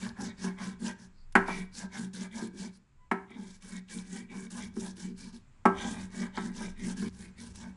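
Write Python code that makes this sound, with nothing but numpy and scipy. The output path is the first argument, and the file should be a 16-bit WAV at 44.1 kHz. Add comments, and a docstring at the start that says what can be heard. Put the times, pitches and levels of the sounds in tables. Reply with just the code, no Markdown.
"""On a kitchen floor, close to a phone, a hand stone is pushed to and fro over wet herbs on a thick stone slab.
Crushed grit hisses as filtered noise and clicks; its jerky slips make the slab and the stone ring.
Now and then the stone is lifted and knocked down, and short ticks sound as bursts of bright noise.
The small hard room adds short, dull echoes; behind lie a low rumble, a faint hiss, a hoot and a rustle."""
import sys
import numpy as np
from scipy import signal
from scipy.fft import rfft, irfft, next_fast_len
from scipy.io import wavfile
from scipy.ndimage import uniform_filter1d

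SR = 44100
rng = np.random.default_rng(int(sys.argv[2]) if len(sys.argv) > 2 else 0)


def bounce(signal):
    """Save signal as a 16-bit WAV file at the path given by the first command-line argument."""
    frames = np.transpose(np.atleast_2d(signal))
    limited = np.clip(frames, -1, 1)
    pcm = np.round(limited * 32767).astype(np.int16)
    wavfile.write(sys.argv[1], SR, pcm)


N = 342216

# One row per stroke of the stone: start t/s, speeding up t/s, steady t/s, slowing t/s;
# strongest slab boom, slab ring, stone ring, each t/s after the start;
# greatest force on grit, boom, slab ring, stone ring, each level/dB
STROKES = [(-0.021, 0.047, 0.0063, 0.11, 0.094, 0.087, 0.077, -47, -34.5, -49, -58.4),
           (0.146, 0.092, 0.0, 0.098, 0.061, 0.028, 0.17, -47, -34, -43.5, -52),
           (0.35, 0.098, 0.009, 0.08, 0.1, 0.13, 0.18, -47.5, -36, -48, -54),
           (0.555, 0.089, 0.0082, 0.12, 0.086, 0.05, 0.045, -48, -36.5, -44.7, -48),
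           (0.776, 0.087, 0.0, 0.093, 0.054, 0.11, 0.12, -47, -34.5, -46.5, -53.5),
           (0.968, 0.039, 0.015, 0.085, -0.04, 0.0083, 0.013, -60.5, -49, -59, -72),
           (1.439, 0.071, 0.033, 0.15, 0.14, 0.057, 0.065, -48.3, -37, -47.5, -49),
           (1.703, 0.1, 0.0013, 0.08, 0.18, 0.14, 0.12, -45, -38.5, -51, -61),
           (1.89, 0.093, 0.023, 0.1, 0.13, 0.06, 0.05, -47, -39.5, -48.5, -53),
           (2.13, 0.0044, 0.08, 0.091, 0.078, 0.13, 0.11, -49.5, -39.5, -52.5, -58.5),
           (2.295, 0.073, 0.044, 0.098, 0.16, 0.098, 0.034, -49.5, -34.5, -48.5, -55.4),
           (2.514, 0.1, 0.0088, 0.098, 0.026, 0.14, 0.15, -49.5, -32.5, -53.5, -58.5),
           (2.66, 0.1, 0.0066, 0.026, -0.014, 0.033, 0.033, -67, -56.5, -73, -82),
           (3.254, 0.18, 0.055, 0.017, 0.1, 0.12, 0.066, -63, -42, -56.5, -53),
           (3.474, 0.04, 0.0046, 0.1, -0.019, 0.007, 0.07, -57.5, -59, -67, -71),
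           (3.595, 0.056, 0.11, 0.057, 0.13, 0.14, 0.17, -54, -44.5, -57.5, -57),
           (3.867, 0.064, 0.0045, 0.18, 0.1, 0.13, 0.021, -49.5, -42, -55.7, -54.5),
           (4.03, 0.11, 0.0084, 0.127, 0.16, 0.15, 0.16, -50.5, -39, -55.5, -53),
           (4.269, 0.13, 0.0079, 0.1, 0.035, 0.054, 0.048, -51, -34.5, -51.5, -51.5),
           (4.496, 0.011, 0.11, 0.11, -0.1, 0.091, 0.13, -52, -34.7, -53, -57.8),
           (4.706, 0.13, 0.024, 0.1, 0.054, 0.14, 0.13, -49.5, -34, -56.5, -60),
           (4.946, 0.036, 0.046, 0.13, 0.14, 0.078, 0.11, -52, -38.5, -62.5, -61.8),
           (5.14, 0.07, 0.029, 0.11, 0.104, 0.135, 0.091, -52.5, -48.5, -63.5, -63.5),
           (5.314, 0.022, 0.0, 0.1, 0.00068, 0.002, 0.028, -58.5, -48.8, -69, -79),
           (5.694, 0.19, 0.0, 0.19, 0.2, 0.15, 0.097, -48, -36.5, -39.5, -44),
           (5.943, 0.051, 0.0046, 0.12, -0.039, 0.13, 0.019, -53.9, -35, -63, -58),
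           (6.085, 0.09, 0.03, 0.11, 0.11, 0.17, 0.15, -50.5, -36.5, -47, -51.5),
           (6.318, 0.078, 0.063, 0.072, 0.17, 0.052, 0.04, -53, -35, -46.5, -50.5),
           (6.501, 0.09, 0.012, 0.17, 0.14, 0.12, 0.15, -50, -36, -49.5, -52),
           (6.739, 0.15, 0.018, 0.057, 0.09, 0.15, 0.062, -47, -32.5, -51.5, -49.5),
           (6.948, 0.032, 0.089, 0.081, 0.099, 0.096, 0.1, -50.3, -34, -51, -58),
           (7.085, 0.062, 0.026, 0.17, 0.16, 0.15, 0.165, -52, -43, -61.5, -61.5),
           (7.347, 0.075, 0.013, 0.14, 0.0043, 0.091, 0.028, -53.5, -41.1, -61.5, -59),
           (7.525, 0.04, 0.019, 0.18, 0.16, 0.12, 0.12, -54.5, -43, -56.5, -63)]
# The stone's edge drags dry and crunches: start t/s, swell t/s, fade t/s,
# force on the lower pair of modes level/dB, on the upper pair level/dB
CRUNCHES = [(5.73, 0.076, 0.22, -51, -55), (6.325, 0.04, 0.029, -65, -64)]
# The stone meets the slab: t/s, push below the split level/dB, push above it level/dB,
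# boom push level/dB, crack level/dB, fading of the rattle t/ms
KNOCKS = [(0.442, -38, -38, -29, -33, 8.9), (1.353, -5, -4, -13, -23.5, 3.6),
          (1.483, -25, -27, -28.5, -57, 6.7), (2.418, -55.5, -49, -31, -52, 5.1),
          (3.113, -15.5, -16, -21, -35.5, 3.4), (3.304, -52, -57.5, -43.5, -50, 5),
          (4.765, -42.5, -44, -26.5, -44.5, 2.3), (5.654, -8, -12, -11.5, -29, 4.4),
          (6.374, -25, -24.5, -28, -57, 4.2), (7.021, -44, -41.5, -33, -45, 6.3)]
# Short bright ticks: t/s, level/dB
TICKS = [(0.587, -52), (1.3238, -48.5), (1.7976, -49), (2.135, -58), (2.324, -61), (2.472, -48),
         (2.576, -51.5), (3.623, -48.5), (4.304, -59), (4.505, -46), (4.863, -37.5), (4.968, -48),
         (7.4185, -50), (7.5574, -43.5)]
# Ringing modes: f/Hz, knocked level/dB, rubbed level/dB, time to fall 60 dB before extra damping t/s
SLAB_BOOM = [(128, -28.5, -18.5, 0.44), (185.6, -6, -1, 0.42), (229.4, 2, 2, 0.19), (291, -1, -10.5, 0.084),
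             (335.3, -4.5, -13, 0.17), (387.6, -2.5, -15, 0.38), (452.3, -10.5, -19, 0.17)]  # low modes of the slab
SLAB_RING = [(591.5, -16.5, -6, 0.053), (721, -5.5, -12.5, 0.083), (799, -15.5, -4, 0.049),
             (859, -6, 0, 0.052), (967, -2.5, -4.5, 0.064), (1039, 0, -7.5, 0.1), (1209, -5, -16.5, 0.14),
             (1313, 4, -18.5, 0.16), (1524, -12.5, -14.5, 0.2), (1590, 4, -12.5, 0.25),
             (1664, -7, -1, 0.042), (1754, -9.5, -15, 0.035)]  # middle modes of the slab
STONE_RING = [(1908, 2.5, -8, 0.12), (2073, -11.5, -10, 0.13), (2225, -11.5, -2.5, 0.086),
              (2300, -15.5, 0, 0.068), (2417, -11.5, -9, 0.085), (2735, -22, -15.5, 0.027),
              (3030, -19.5, -10.5, 0.051), (3260, -28.5, -10, 0.046), (3695, -27.5, -7.5, 0.039)]  # modes of the hand stone
# Modes of the dragging edge: f/Hz, level/dB, time to fall 60 dB before extra damping t/s
EDGE_LOW = [(3140, 0, .02), (3460, -2, 0.023)]
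EDGE_HIGH = [(6200, -2, 0.016), (5970, 0, 0.0141)]
# Modes of the background hum: f/Hz, level/dB, time to fall 60 dB before extra damping t/s
HUM_MODES = [(66, 0, .5), (100, -4, .5)]
# Tone colour as a filter curve: f/Hz, level/dB
GRIT_COLOUR = [(290, -40), (500, -2.5), (682, -25), (850, -3.5), (1320, -11), (1620, 4.5), (2270, -20.5),
               (2580, -5), (5610, -2.5), (9670, -4), (11000, -8.5), (14300, -12), (22000, -120)]
THUD_COLOUR = [(260, -27), (450, -16), (578, -12), (834, 1.5), (1150, 6), (1610, 3.5), (2000, -15),
               (2180, -12.5), (2380, -24), (4500, -45), (5850, -59.5), (9900, -120)]
AIR_COLOUR = [(24, -40), (40, -14.5), (107, -18), (139, -12), (156, -25), (193, -22), (494, -39),
              (720, -39), (978, -35.5), (2390, -41), (2560, -39.5), (2810, -45.5), (5970, -51.5),
              (7380, -44), (11000, -67.5), (14300, -100), (22000, -120)]  # the faint background hiss, strongest in the bass
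# The hoot's tone and overtones: multiple of its lowest frequency, level/dB
HOOT_ORDERS = [(1, 2.5), (2, -9.5), (3, -20.5)]
# The stone's sound drops abruptly once, ring and all: t/s, level/dB
DROP = [(7.086, -1.5), (7.096, -16), (7.15, -8), (7.19, -6)]
# Background loudness over time: t/s, level/dB
AIR_LEVEL = [(0, -56), (1.2, -64.5), (2.95, -67.5), (5.55, -62.5), (7.76, -59)]
WOBBLE_LEVEL = [(0.0, -53), (0.24, -67), (1.58, -49), (1.79, -63), (2.9, -71), (3.0, -55.5), (3.28, -79),
                (3.57, -61.5), (5.81, -57.5), (6.33, -62), (6.74, -46), (7.15, -70), (7.41, -64),
                (7.76, -65)]  # the deepest wobble
HUM_LEVEL = [(0.0, -69), (0.37, -62), (1.32, -62.5), (1.36, -51), (1.49, -65), (2.64, -64), (2.83, -80),
             (3.11, -66), (3.31, -78), (3.69, -69), (4.56, -70), (4.65, -60), (5.47, -70), (5.75, -51.5),
             (6.09, -56.5), (6.16, -66), (7.22, -52.5), (7.33, -66), (7.5, -48.5), (7.76, -64)]

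# how steeply each sound follows the speed (exponent)
HISS_POWER, BOOM_POWER, RING_POWER, STONE_POWER = 2.52, 1.5, 1.1, 0.97
# boom, slab ring and stone ring each swell once a stroke: width in s, depth in dB
SWELL_S, SWELL_DB = (.06, 0.048, .05), (9.5, 11, 12)
# centre of the lifted part of the hiss at rest and at full speed; share it sinks by while the stone rings
SLOW_GRIT_HZ, FAST_GRIT_HZ, RING_DULLS = 4860, 6230, .15
ROOM_T60_S, ROOM_TOP_HZ, ROOM_DB = 0.42, 2500., -18
# middle of the sound, time from there to 1/e of its strength
HOOT_S, HOOT_WIDTH_S, HOOT_HZ, HOOT_DB = 3.035, .04, 1000, -66.5
RUSTLE_S, RUSTLE_WIDTH_S, RUSTLE_DB = 1.2, .05, -72.5
TOP_HZ = 10950


def grinding():
    """Fine grit hisses straight to the air; coarser slips shake slab and stone."""
    edge_low_db, edge_high_db = crunch()
    (hiss_db, boom_db, ring_db, stone_db), loudest_hz = strokes()
    hiss = undb(hiss_db) * grit(loudest_hz)
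    boom = rubbed(SLAB_BOOM, column=2, force_db=boom_db, rate=1200, wander_db=1.32, damped=.7)
    slab = rubbed(SLAB_RING, column=2, force_db=ring_db, rate=1500, wander_db=2.5, damped=0.49)
    stone = rubbed(STONE_RING, column=2, force_db=stone_db, rate=1300, wander_db=4.0, damped=0.29)
    edge_low = rubbed(EDGE_LOW, column=1, force_db=edge_low_db, rate=760, wander_db=1.0, damped=1.)
    edge_high = rubbed(EDGE_HIGH, column=1, force_db=edge_high_db, rate=700, wander_db=0.0, damped=0.98)
    return hiss + boom + slab + stone + edge_low + edge_high


def strokes():
    """Force on grit, boom, slab and stone, and the hiss centre: speed drives all, each set of modes swells once."""
    power = np.full((4, N), 1e-11)  # a tiny floor keeps the logarithm finite
    weighted_hz = np.full(N, 1e-11 * SLOW_GRIT_HZ)
    steep = np.array([HISS_POWER, BOOM_POWER, RING_POWER, STONE_POWER])[:, None]
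    for start, rise, hold, fall, boom_s, ring_s, stone_s, *db in STROKES:
        at, speed = arch(start, rise, hold, fall)
        t = at / SR - start
        swells = [np.exp(-((t - s) / width) ** 2) for s, width in zip((boom_s, ring_s, stone_s), SWELL_S)]
        swell_db = [depth * (shape - 1) for shape, depth in zip(swells, SWELL_DB)]
        extra_db = [0 * at] + swell_db  # the hiss has no swell of its own
        gains = undb(np.array(db)[:, None] + extra_db) * speed ** steep
        power[:, at] += gains ** 2
        hz = SLOW_GRIT_HZ + (FAST_GRIT_HZ - SLOW_GRIT_HZ) * speed ** 2
        hz = hz * (1 - RING_DULLS * swells[-1])
        # where strokes overlap, the stronger hiss counts for more
        weighted_hz[at] += hz * gains[0] ** 2
    return 10 * np.log10(power), weighted_hz / power[0]


def arch(start, rise, hold, fall):
    """Eases from 0 up to 1, holds, eases back; returns the samples it covers and its shape."""
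    end = start + rise + hold + fall
    at = np.arange(max(int(start * SR), 0), min(int(end * SR), N))
    t = at / SR - start
    ramp = np.minimum(t / rise, (rise + hold + fall - t) / fall)
    return at, np.sin(np.pi / 2 * np.clip(ramp, 0, 1))


def grit(loudest_hz, lift_db=4.0, spread_octaves=0.56):
    """Crushed grains, clumped differently in each third of an octave; one moving region is lifted."""
    out = 0
    together_db = 1.5 * walk(54) + 1.5 * walk(250)
    crackle = grains(rate=500, spread_db=4.5)
    step = 2 ** (1 / 3)
    for hz in 450 * step ** np.arange(15):
        own_clicks = grains(rate=580, spread_db=3.5)
        crush = rng.standard_normal(N) + .6 * own_clicks + 0.39 * crackle
        clump_db = 2.0 * walk(40) + 1.8 * walk(12)
        bump_db = lift_db * np.exp(-(np.log2(hz / loudest_hz) / spread_octaves) ** 2)
        gain = undb(together_db + clump_db + bump_db)
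        out = out + gain * band(crush, hz / np.sqrt(step), hz * np.sqrt(step))
    return unit(colour(out, GRIT_COLOUR))


def rubbed(modes, column, force_db, rate, wander_db, damped):
    """Stick-slip jerks, as strong as the given force, shake a set of modes that rings on afterwards."""
    slips = grains(rate, spread_db=2.5) * undb(1.2 * walk(25))
    # loudness under even noise, so that the force sets the level
    steady = np.std(ring(rng.standard_normal(SR), modes, column, damped=damped))
    return ring(slips * undb(force_db), modes, column, wander_db, damped) / steady


def crunch():
    """Force of the dragging edge on its two pairs of modes, in dB."""
    force = np.full((2, N), 1e-6)  # a tiny floor keeps the logarithm finite
    for start, swell, fade, *db in CRUNCHES:
        at, shape = arch(start, swell, 0, fade)
        force[:, at] += undb(db)[:, None] * shape ** 2
    return 20 * np.log10(force)


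def knocks(rattle=0.32, crack_ms=9.1, tail_ms=21.0, tail_db=-7.5, split_hz=1637.0):
    """A first contact and a short rattle ring the modes; many weak modes blur into a thud; a crack on top."""
    rough = unit(colour(rng.standard_normal(N), THUD_COLOUR))
    rough_low = unit(band(rough, 280.0, split_hz))
    rough_high = unit(band(rough, split_hz, 8100.0))
    ring_push, boom_push, thud, crack = np.zeros((4, N))
    t = np.arange(8192) * 1000 / SR  # in ms
    for s, low_db, high_db, boom_db, crack_db, rattle_ms in KNOCKS:
        at = slice(int(s * SR), int(s * SR) + len(t))
        rattle_noise, crack_noise = rng.standard_normal((2, len(t)))
        push = rattle * rattle_noise * np.exp(-t / rattle_ms) / np.sqrt(rattle_ms * SR / 1000)
        push[0] += 1  # the first contact
        ring_push[at] += undb(low_db) * band(push, 300., split_hz)
        ring_push[at] += undb(high_db) * band(push, split_hz, 4000.0)
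        # the heavy low modes get one smooth push without rattle
        boom_push[at] += undb(boom_db) * np.exp(-t / 0.22) / (.6 * SR / 1000)
        body = np.exp(-t / (2.2 * rattle_ms))
        tail = undb(tail_db) * np.exp(-t / tail_ms)
        fade = np.clip(t / 1.7, 0, 1) * (body + tail)
        thud[at] += fade * (undb(low_db) * rough_low[at] + undb(high_db) * rough_high[at])
        # loose grit keeps trickling after the crack
        trickle = undb(-19.5) * np.exp(-t / 91.0)
        crack[at] += undb(crack_db) * crack_noise * (np.exp(-t / crack_ms) + trickle)
    ringing = undb(-14.0) * ring(ring_push, SLAB_RING + STONE_RING, column=1)
    booming = undb(1.5) * ring(boom_push, SLAB_BOOM, column=1)
    return ringing + booming + undb(-1.5) * thud + undb(-8.5) * band(crack, 3900.0, 10000.0)


def ticks(decay_ms=4.2):
    """Each tick is a bright burst of noise that fades in a few ms."""
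    out, t = np.zeros(N), np.arange(1024) / SR
    for s, db in TICKS:
        first = int(s * SR)
        burst = rng.standard_normal(len(t)) * np.exp(-t * 1000 / decay_ms)
        out[first:first + len(t)] += undb(db) * burst
    return signal.sosfilt(signal.butter(1, 1500., "high", fs=SR, output="sos"), out)


def room(x):
    """Adds the dense echoes of hard walls, dull and short, as fading noise."""
    t = np.arange(SR // 2) / SR
    fade = np.exp(-np.log(1000) * t / ROOM_T60_S) * np.clip(t / 0.0079, 0, 1)
    tail = rng.standard_normal(len(t)) * fade
    tail = signal.sosfilt(signal.butter(1, ROOM_TOP_HZ, fs=SR, output="sos"), tail)
    tail = tail / np.sqrt(np.sum(tail ** 2))
    return x + undb(ROOM_DB) * signal.fftconvolve(x, tail)[:N]


def hoot():
    """A faint far-off hoot: a soft tone with two overtones that swells and fades."""
    t = np.arange(N) / SR - HOOT_S
    swell = undb(HOOT_DB) * np.exp(-(t / HOOT_WIDTH_S) ** 2)
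    return swell * sum(undb(db) * np.sin(k * 2 * np.pi * HOOT_HZ * t) for k, db in HOOT_ORDERS)


def rustle():
    """A faint, brief, soft hiss while the stone is lifted: a narrow band of noise."""
    swell = np.exp(-((np.arange(N) / SR - RUSTLE_S) / RUSTLE_WIDTH_S) ** 2)
    return undb(RUSTLE_DB) * swell * unit(band(rng.standard_normal(N), 4200., 5000.0))


def rumble():
    """A deep wobble and a wavering hum swell and sink; a faint hiss changes more gently. All are filtered noise."""
    wobble = unit(band(band(rng.standard_normal(N), 18.0, 21.0), 7.0, 36.0))
    hum = unit(ring(rng.standard_normal(N), HUM_MODES, column=1, wander_db=2.5))
    hiss = unit(colour(rng.standard_normal(N), AIR_COLOUR))
    deep = undb(curve(WOBBLE_LEVEL, column=1)) * wobble + undb(curve(HUM_LEVEL, column=1)) * hum
    return deep + undb(curve(AIR_LEVEL, column=1)) * hiss


def ring(x, modes, column, wander_db=0., damped=0.8):
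    """Sum of decaying modes; wander feeds each now more, now less; damped multiplies the ringing time."""
    out = 0
    for k, row in enumerate(modes):
        turn = 2 * np.pi * row[0] / SR  # angle per sample
        fade = np.exp(-np.log(1000) / (damped * row[-1] * SR))  # factor kept per sample
        feed = x * undb(wander_db * walk(9)) if wander_db else x
        tone = signal.lfilter([0, fade * np.sin(turn)], [1, -2 * fade * np.cos(turn), fade ** 2], feed)
        out = out + (-1) ** k * undb(row[column]) * tone  # neighbours get opposite signs
    return out


def grains(rate, spread_db):
    """Random clicks, on average rate per second, a few much larger than the rest."""
    there, size, sign = rng.random((3, N))
    height = undb(-spread_db * np.log(size + 1 / N))
    return unit((there < rate / SR) * height * np.sign(sign - .5))


def walk(rate, size=8):
    """Random levels that glide to a new value every 1 / rate s; spread near 1."""
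    steps = np.repeat(rng.standard_normal(int(N / SR * rate) + 2), size)
    smooth = unit(uniform_filter1d(uniform_filter1d(steps, size), size))
    return np.interp(np.arange(N) * (rate * size / SR), np.arange(len(smooth)), smooth)


def band(x, low_hz, high_hz, order=2):
    """Keeps the frequencies between two limits."""
    return signal.sosfilt(signal.butter(order, [low_hz, high_hz], "band", fs=SR, output="sos"), x)


def colour(x, spectrum):
    """Shapes the spectrum by (Hz, dB) points joined on a logarithmic frequency axis."""
    hz, db = np.transpose(spectrum)
    size = next_fast_len(N)
    axis = np.log(np.arange(size // 2 + 1) * SR / size + 1)
    gain = undb(np.interp(axis, np.log(hz), db))
    return irfft(rfft(x, size) * gain, size)[:N]


def curve(rows, column, silent_db=-110):
    """One column joined by straight lines over time; silent_db outside the table."""
    rows = np.array(rows)
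    return np.interp(np.arange(N) / SR, rows[:, 0], rows[:, column], silent_db, silent_db)


def unit(x):
    """Scales to an average strength (rms) of 1."""
    return x / np.sqrt(np.mean(x ** 2))


def undb(db):
    """Turns dB into a plain factor."""
    return 10 ** (np.asarray(db) / 20)


def scene():
    """Stone sounds and ticks in the room over the background."""
    stone = room(grinding() + knocks() + ticks())
    stone = stone * undb(curve(DROP, column=1, silent_db=0))
    return (stone + hoot() + rustle() + rumble())[None]


def record(dry):
    """The phone cuts the top with a steep low-pass filter."""
    return signal.sosfilt(signal.ellip(10, .2, 60, TOP_HZ, fs=SR, output="sos"), dry)


dry = scene()
out = record(dry)
bounce(out)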